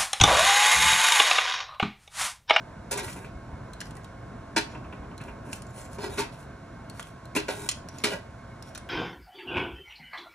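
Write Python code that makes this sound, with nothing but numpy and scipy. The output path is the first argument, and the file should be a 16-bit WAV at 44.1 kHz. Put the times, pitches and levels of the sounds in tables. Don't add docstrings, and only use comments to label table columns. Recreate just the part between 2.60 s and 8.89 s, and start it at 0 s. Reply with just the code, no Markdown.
import sys
import numpy as np
from scipy import signal
from scipy.fft import rfft, irfft, next_fast_len
from scipy.io import wavfile

SR = 44100
rng = np.random.default_rng(int(sys.argv[2]) if len(sys.argv) > 2 else 0)


def to_wav(s):
    ch = np.atleast_2d(s).T
    pcm = np.round(np.clip(ch, -1, 1) * 32767)
    wavfile.write(sys.argv[1], SR, pcm.astype(np.int16))


N = 277389


def amp(db):
    return 10 ** (np.asarray(db) / 20)


def rms_one(x):
    return x / np.sqrt(np.mean(x ** 2) + 1e-20)


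def at_hz(points, hz):
    p = np.array(points, float)
    return np.interp(np.log(hz + 1), np.log(p[:, 0] + 1), p[:, 1])


def filtered(x, response):
    size = next_fast_len(N + SR // 4)
    hz = np.arange(size // 2 + 1) * SR / size
    return irfft(rfft(x, size) * response(hz), size)[..., :N]


def filter_sos(order, cutoff_hz, kind):
    return signal.butter(order, cutoff_hz, kind, fs=SR, output="sos")


def drift(rate, shape=()):
    r = np.exp(-2 * np.pi * rate / SR)
    noise = rng.standard_normal(shape + (N + SR // 2,))
    slow = signal.lfilter([1], [1, -2 * r, r * r], noise)
    return rms_one(slow[..., SR // 2:])


def grains(count, spread_db):
    size = amp(spread_db * np.minimum(rng.exponential(1, count), 4))
    return rms_one(rng.standard_normal(count) * size)


def chatter(t60, rise_s, count=SR // 4):
    t = np.arange(count) / SR
    clump_gain = amp(2.6 * rng.standard_normal(count // 100 + 1))
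    clumps = np.repeat(clump_gain, 100)[:count]
    decay = amp(-60 * (t / max(t60, .003)) ** 0.91)
    swell = (1 - np.exp(-t / max(rise_s, 1e-4))) ** 1.33
    outline = decay * swell
    burst = grains(count, spread_db=0.0) * clumps * outline
    return rms_one(burst) * np.sqrt(np.mean(outline ** 2))


def ringing(modes, spread_db, favoured_hz=1000, favour_db=0, damped_s=9, reach=0.2, count=SR // 8):
    hz, db, t60 = np.array(modes, float).T[:, :, None]
    t = np.arange(count) / SR
    near_favoured = np.exp(-(np.log(hz / favoured_hz) / reach) ** 2)
    db = db + spread_db * rng.standard_normal(hz.shape) + favour_db * near_favoured
    hz = hz * (1 + .004 * rng.standard_normal(hz.shape))
    if favour_db:
        hz[np.argmax(near_favoured)] = favoured_hz
    decay_db = -60 * t / np.clip(t60, .005, .15) - 60 * t / damped_s
    ring = amp(db + decay_db) * np.sin(2 * np.pi * hz * t)
    return ring / np.sqrt(np.sum(ring ** 2))


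def struck(burst, rings):
    sound = signal.fftconvolve(burst[None], rings, axes=1)
    share = np.sum(burst ** 2) * np.sum(rings ** 2, axis=1) / np.sum(sound ** 2, axis=1)
    return np.sqrt(share) @ sound


def brighter(taps):
    edge = np.diff(taps, n=2, prepend=[0, 0])
    return edge / np.sqrt(np.sum(edge ** 2))


def add(out, s, sound):
    i = round(s * SR)
    out[i:i + len(sound)] += sound[:N - i]


# (frequency [Hz], relative level [dB], t60 [s])
TRAY_BOOM = [(270, -8, 0.05), (313, -5.5, 0.11), (410.7, -1, 0.12), (447, -28, 0.05), (535, -14.5, 0.14),
             (565, -7.5, 0.072), (634.5, 0, 0.058), (739, -1.5, 0.086), (861, -2.5, 0.039),
             (923, -0.5, 0.091), (974, 1.5, 0.06), (1036, -9.5, 0.074)]
# (frequency [Hz], relative level [dB], t60 [s])
TRAY_CLANG = [(1210, -3, .03), (1475, -3, .075), (1640, 0, .04), (1760, -4, .04), (1955, -1, .05),
              (2120, -2, .035), (2330, -3, .05), (2400, -3, .06), (2500, -4, .05), (2595, -3, .07),
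              (2687, -3, .08), (2960, -6, .05)]
# (frequency [Hz], relative level [dB], t60 [s])
TONGS_MODES = [(2050, -10, .06), (2980, -10, .06), (3255, -3, .07), (3420, -5, .07), (3735, -5, .02),
               (4295, 0, .04), (5200, -4, .015), (5740, -1, .045), (6435, -5, .04), (6860, -1, .06),
               (7500, -4, .05), (8655, 1, .035), (9850, -4, .035), (10400, -5, .03)]
# (time [s], nominal foil level [dB], boom re foil [dB], clang re foil [dB],
#   sheen re foil [dB], favoured boom [Hz], favoured clang [Hz], rise [s])
TRAY_KNOCKS = [(0.309, -19.5, -1, -5, 8.5, 525, 1700, 0.01), (0.372, -33, -19, 6.5, 14, 380, 2140, 0.0039),
               (0.39, -37.5, 4, 5, 11, 410, 2150, 0.0017), (0.4773, -40, -1, 9, -3, 245, 1514, 0.002),
               (0.559, -42, 7, 3.5, 4, 272, 1480, 0.0029), (0.645, -44, 7, 8, -2, 272, 1520, 0.0011),
               (1.9613, -12.5, 2.5, 0, -32, 325, 1784, 0.0056),
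               (2.1482, -50.5, 20, 13.5, -10, 313, 1600, 0.0018),
               (2.241, -61.5, 4, 18, -5, 310, 1390, 0.0027), (2.3227, -50, 16, 14.5, 2, 272, 1470, 0.0028),
               (2.425, -63.5, 28, 15, -2, 297, 1497, 0.003), (2.509, -62, 24, 16, -5, 250, 1500, 0.0028),
               (2.6007, -51, -3, 17, -5, 366, 1650, 0.0056), (2.6797, -52, 15.5, 14, -6, 221, 1540, 0.0016),
               (3.3843, -41, 13.5, 3.5, -15, 408, 1540, 0.00066),
               (3.428, -31, 12.5, -15, -13, 380, 1460, 0.023),
               (3.573, -22.5, 5.5, 6.5, -6, 414, 1146, 0.024),
               (3.589, -22, -1, -3.5, 4.5, 957, 2540, 0.0091), (4.394, -45, 2, -7, 12, 980, 1570, 0.00093),
               (4.75, -22.5, 0, -5.5, 0, 408, 2560, 0.0026), (4.761, -22, 3.5, 2.5, 6, 315, 2708, 0.0018),
               (4.882, -23, 2.5, 2, -10, 560, 1495, 0.0031), (5.437, -13, -3, -14, -3.5, 312, 2424, 0.0019),
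               (5.515, -30, 10, 7, 2.5, 600, 1630, 0.016)]
KNOCK_T60_S, T60_PER_RISE = 0.055, 3.5
HARD_KNOCK_DB, CLANG_FAVOUR_DB = (-40, -25), (7, 11)


def knocks(foil):
    out, sheen = np.zeros(N), brighter(foil)
    for s, db, boom_db, clang_db, sheen_db, boom_hz, clang_hz, rise_s in TRAY_KNOCKS:
        burst = amp(db) * chatter(KNOCK_T60_S + T60_PER_RISE * rise_s, rise_s)
        boom = ringing(TRAY_BOOM, spread_db=2, favoured_hz=boom_hz, favour_db=13, reach=.12)
        clang_favour_db = np.interp(db, HARD_KNOCK_DB, CLANG_FAVOUR_DB)
        clang = ringing(TRAY_CLANG, spread_db=2, favoured_hz=clang_hz, favour_db=clang_favour_db, reach=.08)
        arms = ringing(TONGS_MODES, spread_db=5, damped_s=.06, count=SR // 16)
        add(out, s, amp(boom_db) * struck(burst, boom))
        add(out, s, amp(clang_db) * struck(burst, clang))
        add(out, s, amp(-15) * struck(burst, arms))
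        add(out, s, signal.fftconvolve(burst, foil + amp(sheen_db) * sheen))
    return out


# (time [s], nominal level [dB], favoured ring [Hz],
#   tray clang re ring [dB], favoured clang [Hz])
ARM_TICKS = [(0.492, -50, 9600, -15, 1500), (1.134, -36.5, 4100, -20, 1610),
             (1.2047, -26.5, 5300, -31, 1690), (1.2134, -28, 2990, 0, 1710), (1.256, -42, 5200, -14, 1610),
             (1.268, -45, 5300, -3, 1610), (1.3082, -40, 2900, -4, 1630), (1.353, -46, 8000, -5, 1620),
             (1.3683, -41.5, 9900, -17, 1610), (1.435, -53, 6800, -20, 1610),
             (1.445, -39.5, 3800, -25, 1610), (2.579, -37.5, 4130, -16, 1610),
             (2.6146, -41.5, 4080, 1, 1610), (2.6384, -41, 2900, -12, 2500), (2.9303, -24, 8730, -2, 2700),
             (2.958, -55, 8900, -15, 2440), (3.021, -36, 9800, -20, 1610), (3.068, -46, 7540, -16, 1610),
             (3.1868, -44, 9550, -6, 1610), (3.215, -40, 8100, -10, 1610), (3.251, -48, 7550, -15, 1610),
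             (3.332, -42, 10200, -11, 1610), (3.828, -48, 2930, -11, 2500), (4.2986, -34, 4380, -16, 1610),
             (4.396, -32, 3420, 4.5, 1460), (4.4275, -34.5, 3360, -16, 1610), (4.4702, -51, 2980, 5, 2550),
             (4.655, -41.5, 4100, -12, 1610), (5.0895, -10, 6970, -12, 2090), (5.094, -23, 3360, -14, 2050),
             (5.101, -34, 4200, -16, 2050), (5.1132, -20, 8800, -21, 2050), (5.12, -32, 6850, -22, 2050),
             (5.287, -33, 5860, -9, 1610), (5.385, -33, 6980, -13, 1620), (6.025, -35.5, 5560, -23, 1610),
             (6.1496, -30.5, 3730, -9, 1640), (6.1562, -34.5, 6000, 0, 1610),
             (6.177, -30.5, 10700, -9, 1630)]
TICK_T60_S, GRIP_T60_S = 0.013, 0.06
FIRST_TOUCH_DB = 10
CRACK_DB, SNAP_DB = 6.5, -41
HARD_TICK_DB = (-32, -20)
TICK_FAVOUR_DB, TICK_CRACK_DB = (17, 3), (-2, -6)


def ticks(foil):
    out = np.zeros(N)
    arms_treble = filter_sos(3, 1900, "high")
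    crack = amp(CRACK_DB) * brighter(foil) + amp(SNAP_DB) * signal.sosfilt(arms_treble, foil)
    for s, db, ring_hz, clang_db, clang_hz in ARM_TICKS:
        burst = chatter(TICK_T60_S, rise_s=0.00074, count=SR // 30)
        burst[0] = amp(FIRST_TOUCH_DB)
        favour_db = np.interp(db, HARD_TICK_DB, TICK_FAVOUR_DB)
        ring = ringing(TONGS_MODES, spread_db=1.0, favoured_hz=ring_hz, favour_db=favour_db,
                       damped_s=GRIP_T60_S, reach=0.1, count=SR // 16)
        clang = ringing(TRAY_CLANG, spread_db=3, favoured_hz=clang_hz, favour_db=14,
                        damped_s=0.03, reach=.15, count=SR // 30)
        crack_db = db + np.interp(db, HARD_TICK_DB, TICK_CRACK_DB)
        add(out, s, amp(db) * struck(burst, signal.sosfilt(arms_treble, ring)))
        add(out, s, amp(db + clang_db) * struck(burst, clang))
        add(out, s, amp(crack_db) * signal.fftconvolve(burst, crack))
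    return out


def stick_slip():
    return rms_one(grains(N, spread_db=2.5) * amp(1.2 * drift(40) + 2.2 * drift(300)))


def rub(out, s, slips, outline, foil, sheen_db, rings):
    rings[:len(foil)] += foil + amp(sheen_db) * brighter(foil)
    grain = slips[round(s * SR):][:len(outline)]
    add(out, s, signal.fftconvolve(grain * outline[:len(grain)], rings))


# (start [s], length [s], crackle level [dB], tray re crackle [dB],
#   sheen re crackle [dB], favoured boom [Hz], squeak of the arms re crackle [dB], squeak [Hz])
FOIL_DRAGS = [(0.346, 0.039, -45, 7, -16, 415, -8, 3770), (0.409, 0.041, -42, 0, 5.5, 385, -8, 6200),
              (0.462, 0.069, -51, -13, 9.5, 400, -3, 2440), (0.53, 0.1, -61, 9.5, 7, 388, -8, 3800),
              (1.235, 0.031, -65, -3, 11, 640, -7, 5300), (1.337, 0.023, -58, 12.5, 6, 640, -9, 8100),
              (2.08, 0.048, -57.5, 7, -15, 557, -3, 2500), (2.595, 0.093, -62, 10, 3.5, 374, -9, 4080),
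              (2.836, 0.062, -59, 7, 6, 402, -13, 5700), (2.911, 0.019, -55.5, -12, 18, 404, -10, 8700),
              (2.95, 0.031, -66, -12, 9, 404, -7, 8900), (3.06, 0.05, -65, -2, 5, 640, -1, 7380),
              (3.118, 0.061, -59, 3, 7, 650, 0, 10000), (3.142, 0.05, -62.5, -3, 8, 640, 8, 9930),
              (3.167, 0.079, -63, 0, 9, 640, 5, 7740), (3.172, 0.055, -68, -6, 5, 640, -2, 5300),
              (3.22, 0.039, -63, 11.5, 8, 666, 5, 7600), (3.3, 0.033, -50, -10, 6, 630, -5, 7330),
              (3.387, 0.075, -44, 5, 2, 420, -5, 5060), (3.488, 0.099, -48, 1.5, 5, 411, -3.5, 3850),
              (3.697, 0.051, -56, -14, 1, 403, -16, 5700), (3.769, 0.042, -59, -10, 7, 403, -16, 7200),
              (4.329, 0.056, -56.5, -20, 6, 645, -5, 4520), (4.434, 0.043, -70, -12, 17, 640, -3, 3300),
              (4.868, 0.2, -45.5, 0.5, 5, 310, -9, 3910), (5.316, 0.1, -56.5, -11, 1, 645, -4, 5740),
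              (5.476, 0.044, -39.5, 4, 0, 644, -7, 2950), (6.037, 0.054, -56, 3, 1, 640, -4, 5460)]
DRAG_SWELL_S, DRAG_FADE_DB_PER_S = 0.043, 339


def drags(foil, slips):
    out, t = np.zeros(N), np.arange(SR * 2 // 5) / SR
    for s, length, db, tray_db, sheen_db, boom_hz, squeak_db, squeak_hz in FOIL_DRAGS:
        fade_db = DRAG_FADE_DB_PER_S * np.maximum(t - length, 0)
        outline = np.clip(t / DRAG_SWELL_S, 0, 1) * amp(db - fade_db)
        squeak = ringing(TONGS_MODES, spread_db=4, favoured_hz=squeak_hz, favour_db=24,
                         damped_s=.1, reach=.05, count=SR // 16)
        rings = amp(tray_db) * tray(boom_hz)
        rings[:SR // 16] += amp(squeak_db) * squeak.sum(axis=0)
        rub(out, s, slips, outline, foil, sheen_db, rings)
    return out


# (level re the contact [dB], t60 [s])
SETTLE_KNOCK, SETTLE_TICK = (-4.5, 0.15), (-17, 0.072)
SETTLE_TRAY_DB, SETTLE_SHEEN_DB, SETTLE_DELAY_S = -3.5, -11.5, 0.019


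def settling(foil, slips):
    out, t = np.zeros(N), np.arange(SR * 2 // 5) / SR
    swell = np.clip(t / SETTLE_DELAY_S, 0, 1)
    for s, db, *_, boom_hz, clang_hz, rise_s in TRAY_KNOCKS:
        outline = swell * amp(db + SETTLE_KNOCK[0] - 60 * t / SETTLE_KNOCK[1])
        rings = amp(SETTLE_TRAY_DB) * tray(boom_hz, clang_hz)
        rub(out, s, slips, outline, foil, SETTLE_SHEEN_DB, rings)
    for s, db, *_ in ARM_TICKS:
        outline = swell * amp(db + SETTLE_TICK[0] - 60 * t / SETTLE_TICK[1])
        rub(out, s, slips, outline, foil, SETTLE_SHEEN_DB, np.zeros(len(foil)))
    return out


def tray(boom_hz, clang_hz=1500):
    boom = ringing(TRAY_BOOM, spread_db=2.5, favoured_hz=boom_hz, favour_db=8, count=SR // 10)
    clang = ringing(TRAY_CLANG, spread_db=2.5, favoured_hz=clang_hz, favour_db=6,
                    damped_s=.15, count=SR // 10)
    return boom.sum(axis=0) + amp(-6.0) * clang.sum(axis=0)


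# (frequency [Hz], relative level [dB])
FOIL_SPECTRUM = [(170, -48), (300, -28), (1000, -10.5), (2500, -6.5), (4400, -7), (6400, -13), (9000, -18),
                 (12000, -22.5), (16000, -25)]


def foil_colour():
    hz = np.linspace(0, SR / 2, 513)
    doubled = amp(2 * at_hz(FOIL_SPECTRUM, hz)) + 1e-6
    taps = signal.minimum_phase(signal.firwin2(511, hz, doubled, fs=SR))
    return taps / np.sqrt(np.sum(taps ** 2))


# (time [s], level before the swell [dB], pitch [Hz])
SOFT_BUMPS = [(0.461, -17, 90), (0.754, -16, 61), (0.926, -15.5, 61), (1.002, -17, 126), (2.397, -18, 64.6),
              (2.604, -18.5, 132), (5.53, -18, 176), (5.745, -40, 150)]


def bumps():
    out, t = np.zeros(N), np.arange(SR // 8) / SR
    swell = (1 - np.exp(-t / 0.0094)) ** 2
    for s, db, hz in SOFT_BUMPS:
        add(out, s, amp(db - 60 * t / 0.061) * swell * np.sin(2 * np.pi * hz * t))
    return out


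ROOM_T60_S, ROOM_DB, ROOM_DULL_HZ = 0.27, -11, 4500


def kitchen(x):
    t = np.arange(SR // 2) / SR
    tail = rng.standard_normal((2, len(t))) * amp(-60 * t / ROOM_T60_S) * np.clip(t / 0.0033, 0, 1)
    tail = signal.sosfilt(filter_sos(1, 500, "high"), tail)
    tail = signal.sosfilt(filter_sos(1, ROOM_DULL_HZ, "low"), tail)
    return signal.fftconvolve(x[None], tail / np.sqrt(np.sum(tail ** 2) / 2), axes=1)[:, :N]


# (frequency [Hz], share of power common to both [0-1])
PORT_LIKENESS = [(60, 0.99), (300, 0.99), (640, 0.66), (1400, 0.9), (3100, 0.98), (7000, 0.32), (15000, 1)]


def port_noise():
    def share(hz):
        return np.clip(at_hz(PORT_LIKENESS, hz), 0, 1)

    common = filtered(rng.standard_normal(N), lambda hz: np.sqrt(share(hz)))
    own = filtered(rng.standard_normal((2, N)), lambda hz: np.sqrt(1 - share(hz)))
    return common + own


# (frequency [Hz], relative level [dB])
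AIR_SPECTRUM = [(15, -19), (25, -21), (49, 0.5), (236, -3.5), (427, -12.5), (660, -14), (820, -17),
                (1050, -17), (1250, -17.5), (1560, -19.5), (2050, -29), (3340, -35), (7000, -40.5),
                (11000, -47), (16000, -49)]
# (time [s], level [dB])
HUM_LEVEL = [(0, -4.5), (.8, -1), (1.5, -3), (2.3, -1), (3, -2), (3.8, -2.5), (4.5, -4), (5.3, -4),
             (6.29, -4)]
FAN_DB = -42


def fan_air(noise):
    air = amp(FAN_DB) * rms_one(filtered(noise, lambda hz: amp(at_hz(AIR_SPECTRUM, hz))))
    hum = filtered(air, lambda hz: 1 / (1 + (hz / 1800) ** 4))
    s, db = np.transpose(HUM_LEVEL)
    hum_db = np.interp(np.arange(N) / SR, s, db) + 1.26 * drift(3.1)
    return air - hum + hum * amp(hum_db)


MOTOR_HZ, MOTOR_WANDER_HZ = 77.5, .25
MOTOR_ORDERS, MOTOR_ORDER_DB = (13, 14), (-61, -56.5)


def motor():
    turn = 2 * np.pi * np.cumsum(MOTOR_HZ + MOTOR_WANDER_HZ * drift(1)) / SR
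    out = np.zeros(N)
    for order, line_db in zip(MOTOR_ORDERS, MOTOR_ORDER_DB):
        out += amp(line_db + 2 * drift(1.8)) * np.sin(order * turn)
    return out


# (frequency [Hz], full width at half amplitude [Hz], rms level [dB])
FAN_TONES = [(119.8, 27, -57.5), (544.6, 8.2, -71.5), (669, 61, -60), (902, 6, -66.5), (1530, 145, -66.5),
             (2173, 31, -71)]


def fan_tones(noise):
    out = np.zeros((2, N))
    for tone_hz, width, tone_db in FAN_TONES:
        tone = filtered(noise, lambda hz: 1 / (1 + (2 * (hz - tone_hz) / width) ** 2))
        out += amp(tone_db) * rms_one(tone)
    return out


def fan():
    noise = port_noise()
    return fan_air(noise) + motor() + fan_tones(noise)


def scene():
    foil, slips = foil_colour(), stick_slip()
    near = knocks(foil) + ticks(foil) + drags(foil, slips) + settling(foil, slips)
    near = signal.sosfilt(filter_sos(3, 225, "high"), near)
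    return near + amp(ROOM_DB) * kitchen(near) + bumps() + fan()


# (frequency [Hz], lead of the left port [rad])
PHASE_LEAD = [(0, 0), (300, -.2), (690, -.8), (950, .1), (2150, .4), (3190, 1.8), (3960, .6), (4310, 1.0),
              (4820, 3.2), (5510, 6.5), (6370, 7.1), (7840, 7.7), (10300, 8.1), (12000, 8.4), (16000, 8.4)]
# (frequency [Hz], left over right [dB])
LEVEL_BALANCE = [(60, 0), (130, -1), (290, 1.5), (640, -3.5), (1410, -2), (3100, 0), (6820, 0.0),
                 (15000, 0.5)]
SUM_LOWPASS_HZ, CUTOFF_HZ = 11600, 16500


def record(dry):
    sides = np.array([[.5], [-.5]])

    def port_response(hz):
        return amp(sides * at_hz(LEVEL_BALANCE, hz)) * np.exp(1j * sides * at_hz(PHASE_LEAD, hz))

    ports = filtered(dry, port_response)
    common = ports.mean(axis=0)
    dulled = filtered(common, lambda hz: 1 / np.sqrt(1 + (hz / SUM_LOWPASS_HZ) ** 80))
    top_cut = signal.cheby2(12, 70, CUTOFF_HZ, fs=SR, output="sos")
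    return signal.sosfilt(top_cut, ports - common + dulled)


dry = scene()
out = record(dry)
to_wav(out)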